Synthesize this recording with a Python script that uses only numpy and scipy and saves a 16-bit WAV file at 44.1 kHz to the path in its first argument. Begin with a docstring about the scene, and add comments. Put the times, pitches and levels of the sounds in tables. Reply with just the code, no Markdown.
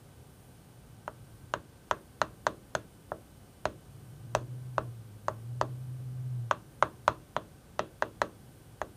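"""Air noise, hiss and thin electronic whines open the scene, with a rumble that swells now and then.
From 1.1 s a chunky plastic stylus writes on a phone lying on a wooden desk: each impact excites the
modes of glass, case and hollow barrel, the desk thuds in sympathy, and a small room reverberates.
From 3.8 s a low hum, like an engine beyond the walls, rises twice in pitch and booms at a resonance
of the room. It is gone by 6.6 s; the taps go on until 8.8 s."""
import sys
import numpy as np
from scipy import signal
from scipy.fft import rfft, irfft, next_fast_len
from scipy.io import wavfile
from scipy.ndimage import map_coordinates

SR = 44100
rng = np.random.default_rng(int(sys.argv[2]) if len(sys.argv) > 2 else 0)


def int16_out(signal):
    """Quantize to a 16-bit WAV file."""
    q = np.round(np.clip(np.atleast_2d(signal).T, -1, 1) * 32767)
    wavfile.write(sys.argv[1], SR, q.astype(np.int16))


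N = 395136
SECONDS = np.arange(N) / SR


def stylus(direct_db, chatter_db, desk_db, room_db, case_db=4, glass_db=7.5):
    """Impact excitation: each touch-down drives phone, desk and room; the glide between is silent."""
    # touch-downs: t/s, level/dB near 1 kHz; relative to it, phone thud/dB, barrel clack/dB, brightness/dB;
    # top treble/dB over the brightness; favoured case resonance f/Hz, favoured glass resonance f/Hz
    taps = [(1.0782, -20.0, -2, 0.5, -15.5, 8, 930, 3130), (1.5379, -15, 0.5, 5.5, -2.5, 4.5, 970, 2990),
            (1.9113, -11, -1.5, 5, -4.5, 6.5, 1000, 3150), (2.2159, -6.0, -8, -1.5, -7.0, 7, 600, 4220),
            (2.467, -8.5, -1.5, -3, -3, 5, 1590, 4240), (2.751, -16.0, 2.5, 5.5, 0.5, 10, 680, 4200),
            (3.1181, -22.5, 6.5, 1.5, -22, -0.5, 710, 3350), (3.6544, -14.5, 3.5, 1, 0.5, 5.5, 710, 3930),
            (4.35, -9.5, 0.5, -1.5, -4, 13, 710, 2670), (4.7807, -10.5, -1, -2.5, -7, -4, 1530, 4900),
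            (5.2827, -10.5, -5.0, -6, -12.5, 8.5, 590, 4700),
            (5.6127, -7, -2.5, -8.5, -10.5, 7, 1880, 4740), (6.5109, -5, -10, -4.5, -7, 0.5, 556, 5760),
            (6.825, -2.5, -8.5, -4, -9, 2, 565, 2140), (7.0788, -2, -8.5, -6, -7, 3.5, 585, 2260),
            (7.3647, -12.5, -1, -6.5, -0.5, -4.5, 1040, 1880),
            (7.793, -15.5, 4.5, 3.5, 7.0, -4.5, 1820, 5400), (8.023, -10, -1.5, -4.5, -1.5, -4, 1640, 1970),
            (8.2168, -7.0, -4, -4, -5, 6.5, 1690, 2000), (8.8156, -18.5, 3, 0.5, -4, 6.5, 804, 2000)]
    direct, diffuse = np.zeros(N), np.zeros(N)
    for s, db, thud_db, clack_db, bright_db, edge_db, case_hz, glass_hz in taps:
        blow = amp(db) * knock([thud_db, 0, clack_db, bright_db, bright_db + edge_db])
        beamed = directivity(blow, [(case_hz, case_db), (glass_hz, glass_db)])
        add(direct, s, beamed)
        add(direct, s, amp(chatter_db) * chatter(beamed, t60=0.017, above_hz=1650))
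        add(diffuse, s, signal.fftconvolve(blow, room_tail(build_s=0.0012)))
    near = amp(direct_db) * direct + reflections(direct, echo_db=-0.5, dull_hz=6300)
    answer = amp(desk_db) * desk(direct, build_s=0.009) + amp(room_db) * diffuse
    return radiated(near, cancel_hz=395) + radiated(answer, cancel_hz=55)


def knock(contact_db, size=2048):
    """Modal superposition: damped modes of alternating sign, weighted by the spectrum of the contact."""
    # modes of stylus and phone together: f/Hz, bandwidth/Hz, level/dB
    modes = [(590.6, 89, -4), (1007, 243, 1.1), (1354, 411, 3.5), (1697, 584, -1.5), (2620, 322, -14.5),
             (3470, 520, -13.5), (4200, 470, -18.5), (6210, 1560, -12.5), (6656, 295, -20),
             (7730, 290, -36)]
    # points at which contact_db gives the contact spectrum: f/Hz
    contact_hz = [600, 1050, 1650, 3200, 6300]
    t = np.arange(size) / SR
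    ring = -sum((-1) ** k * amp(db) * np.sin(2 * np.pi * hz * t) * np.exp(-np.pi * width * t)
                for k, (hz, width, db) in enumerate(modes))
    contact = amp(along(contact_hz, contact_db, np.fft.rfftfreq(size, 1 / SR)))
    return irfft(rfft(ring) * minimum_phase(contact))


def directivity(blow, favoured, width_octaves=0.11):
    """Directional radiation: each spot on the screen beams its own resonances of case and glass."""
    grid = np.fft.rfftfreq(len(blow), 1 / SR)
    lift_db = sum(db * np.exp(-.5 * (np.log2((grid + 1) / hz) / width_octaves) ** 2) for hz, db in favoured)
    return irfft(rfft(blow) * minimum_phase(amp(lift_db)))


def chatter(blow, t60, above_hz):
    """Sliding friction: the tip skids for a few milliseconds as it lands, roughening the treble."""
    t = np.arange(SR // 30) / SR
    skid = rng.standard_normal(len(t)) * amp(-60 * t / t60)
    return signal.fftconvolve(highpass(blow, above_hz, order=3), skid / np.linalg.norm(skid))


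def radiated(x, cancel_hz):
    """Acoustic short circuit: air slips round a small body from front to back and cancels its bass."""
    return highpass(x, cancel_hz, order=2)


def desk(x, build_s):
    """Sympathetic vibration: the desk takes up each blow gradually and rings at its natural frequencies."""
    # modes of the desk and the things on it: f/Hz, level/dB, T60/s
    modes = [(122.4, 11.5, 0.17), (205.4, 5.5, 0.7), (249.7, -0.5, 0.3), (290, 4.5, 0.21), (321, 8.5, 0.37),
             (374.6, 4.5, 0.29), (399, 2.5, 0.054), (453, 0, 0.17), (640, -33, 0.05), (640, -10.5, 0.11),
             (1042, -16, 0.24), (1138, -10, 0.14), (1097, -14, .15), (1340, -19.5, 0.14)]
    t = np.arange(SR // 2) / SR
    ring = np.zeros(len(t))
    for hz, db, t60 in modes:
        damping = np.log(1000) / t60
        envelope = amp(db) * 2 * damping / SR * np.exp(-damping * t)
        ring += envelope * np.sin(2 * np.pi * (hz * t + rng.random()))
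    return signal.fftconvolve(x, build_up(ring, build_s))[:N]


def reflections(x, echo_db, dull_hz):
    """Early reflection: near surfaces return delayed, slightly dulled copies."""
    # reflection paths: delay t/s, relative level/dB
    echoes = [(0.0047, -45.5), (0.0061, -24.5), (0.0083, -21.5), (0.0093, -20.5), (0.0108, -36),
              (0.0108, -25), (0.013, -46), (0.016, -35), (0.0176, -28), (0.0289, -38.5)]
    paths = np.zeros(SR // 10)
    for delay, db in echoes:
        paths[round(delay * SR)] += amp(db + echo_db)
    return filtered(signal.fftconvolve(x, paths)[:N], lambda hz: 1 / np.hypot(1, hz / dull_hz))


def room_tail(build_s):
    """Reverberation: a diffuse field builds up, then each frequency decays at its own exponential rate."""
    # diffuse response of the room: f/Hz, level/dB, T60/s
    bands = [(60.5, 7.5, 0.31), (129, 4.5, 0.1), (318, -8, 0.6), (560, -17, 0.2), (1090, -24.5, .23),
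             (2000, -15.5, 0.19), (2790, -14.5, 0.22), (4930, -14, 0.18), (7000, -23.5, 0.21),
             (13000, -6, 0.104)]
    knots, db, t60 = np.transpose(bands)
    hz, t, spectra = signal.stft(rng.standard_normal(SR // 2), SR, nperseg=512)
    decay_s = along(knots, t60, hz)[:, None]
    colour = amp(along(knots, db, hz))[:, None]
    equal_energy = np.sqrt(2 * np.log(1000) / (decay_s * SR))  # a longer decay adds no energy
    fade = amp(-60 * t / decay_s)
    tail = signal.istft(spectra * fade * equal_energy * colour, SR, nperseg=512)[1]
    return build_up(tail, build_s)


def engine(level_db, overtone_db, approach_db_per_s=2.5, fade_s=0.11, boom_hz=122.8, boom_width_hz=10.4):
    """Forced resonance: walls pass little but the firing tone, which booms as it crosses a room mode."""
    # firing rate of the distant engine: t/s, f/Hz
    firing = [(3.8, 93.6), (4.03, 107.5), (4.51, 123.1), (4.65, 126.9), (4.86, 121.9), (5.07, 107.1),
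              (5.28, 104.4), (5.48, 119.8), (5.7, 126.7), (6.3, 126.9), (6.55, 111.2)]
    # one surge before it lets off: crest t/s, Gaussian width/s, rise/dB
    surge = [(6.32, 0.12, 4)]
    times, rates = np.transpose(firing)
    hz = np.interp(SECONDS, times, rates)
    start, end = times[0], times[-1]
    db = level_db + approach_db_per_s * (SECONDS - (start + end) / 2) + swelling(surge)
    boom = 1 / np.hypot(1, 2 * (hz - boom_hz) / boom_width_hz)
    fade = np.clip(np.minimum(SECONDS - start, end - SECONDS) / fade_s, 0, 1)
    phase = 2 * np.pi * np.cumsum(hz) / SR
    return np.sqrt(2) * fade * boom * amp(db) * (np.sin(phase) + amp(overtone_db) * np.sin(2 * phase))


def rumble(floor_db):
    """Transmission through walls: mostly bass gets in, as a noise that swells four times."""
    # swells: crest t/s, Gaussian width/s, rise/dB
    swells = [(1.2, 0.27, 7.5), (4.25, 0.29, 12.5), (5.9, .8, 9.5), (8.5, 0.15, 6.5)]
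    # rumble spectrum: f/Hz, relative level/dB
    colour = [(25, -29.5), (55, -22), (75, -20), (110, 2), (145, -2), (190, -18.5), (400, -25),
              (1000, -74.5)]
    return amp(floor_db + swelling(swells)) * noise(colour)


def whines(waver_db):
    """Amplitude and phase modulation: pure tones of a fan and electronics waver at random."""
    # tones: f/Hz, mean rms level/dB
    tones = [(1200, -84), (1523, -82), (1556, -81), (3354, -87), (8302, -83), (8969, -90), (9300, -91)]
    sound = np.zeros(N)
    for hz, db in tones:
        envelope = np.sqrt(2) * amp(db + waver_db * wobble(0.69))
        sound += envelope * np.sin(2 * np.pi * hz * SECONDS + 0.32 * wobble(8.1))
    return sound


def air_and_hiss(air_db, hiss_db, drift_db):
    """Broadband noise: steady room air lies under a microphone hiss that drifts slightly in level."""
    # spectrum of air and microphone noise: f/Hz, relative level/dB
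    air_colour = [(12, -50.5), (20, -15), (43, -2.5), (108, -5), (191, -9), (383, -15.5), (569, -17.5),
                  (628, -22), (747, -19), (889, -23.5), (1530, -27.5), (1870, -31), (7500, -36),
                  (9750, -47), (16500, -120)]
    # hiss spectrum: f/Hz, relative level/dB
    hiss_colour = [(1000, -61.5), (7600, -16.5), (8200, -1.5), (9000, 0), (9700, -2), (12000, -3.5),
                   (15500, -7)]
    hiss = amp(hiss_db + drift_db * wobble(5)) * noise(hiss_colour)
    return amp(air_db) * noise(air_colour) + hiss


def whistle(level_db, waver_db, hz=3020):
    """Phase modulation makes a faint high tone unsteady in pitch, while its level wavers slowly."""
    envelope = amp(level_db + waver_db * wobble(1.2))
    return envelope * np.sin(2 * np.pi * hz * SECONDS + 1.3 * wobble(25))


def amp(db):
    """Decibels to amplitude ratio."""
    return 10 ** (np.asarray(db) / 20)


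def along(knots_hz, values, hz):
    """Interpolation on a log-frequency axis."""
    return np.interp(np.log(hz + 1), np.log(np.asarray(knots_hz) + 1), values)


def wobble(rate):
    """Spline interpolation of random values, rate knots a second."""
    return map_coordinates(rng.standard_normal(int(N * rate / SR) + 4), [SECONDS * rate])


def swelling(rows):
    """A sum of Gaussian rises in dB, one for each row."""
    return sum(db * np.exp(-.5 * ((SECONDS - s) / width_s) ** 2) for s, width_s, db in rows)


def build_up(x, build_s):
    """Onset transient: x grows smoothly from silence."""
    t = np.arange(len(x)) / SR
    return x * (1 - np.exp(-(t / build_s) ** 2))


def highpass(x, hz, order):
    """Maximally flat attenuation below a cut-off frequency."""
    return signal.sosfilt(signal.butter(order, hz, "highpass", fs=SR, output="sos"), x)


def filtered(x, response):
    """Linear filtering: the spectrum of x times a frequency response."""
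    size = next_fast_len(N + SR // 2)
    return irfft(rfft(x, size) * response(np.fft.rfftfreq(size, 1 / SR)), size)[:N]


def noise(colour):
    """Spectral shaping: noise of rms 1, coloured by rows of f/Hz, level/dB."""
    knots, db = np.transpose(colour)
    shaped = filtered(rng.standard_normal(N), lambda hz: amp(along(knots, db, hz)))
    return shaped / np.sqrt(np.mean(shaped ** 2) + 1e-20)


def minimum_phase(gain):
    """Cepstral folding gives the causal response that has this gain."""
    cepstrum = irfft(np.log(gain))
    half = len(cepstrum) // 2
    cepstrum[1:half] *= 2
    cepstrum[half + 1:] = 0
    return np.exp(rfft(cepstrum))


def add(track, s, sound):
    """Superpose a sound on the track at time s."""
    part = track[round(s * SR):][:len(sound)]
    part += sound[:len(part)]


def scene():
    """Superposition: the taps close by, everything else faint behind them."""
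    writing = stylus(direct_db=-0.5, chatter_db=-2.0, desk_db=4.0, room_db=4.5)
    outside = engine(level_db=-40.5, overtone_db=-32) + rumble(floor_db=-61)
    inside = whines(waver_db=2.0) + air_and_hiss(air_db=-55, hiss_db=-68, drift_db=0.75)
    return (writing + outside + inside + whistle(level_db=-79.5, waver_db=1.5))[None]


def record(dry, low_cut_hz=50, top_hz=15550):
    """Band limiting: the microphone thins the deep bass and passes nothing above top_hz."""
    thinned = highpass(dry[0], low_cut_hz, order=2)
    return filtered(thinned, lambda hz: hz < top_hz)[None]


dry = scene()
out = record(dry)
int16_out(out)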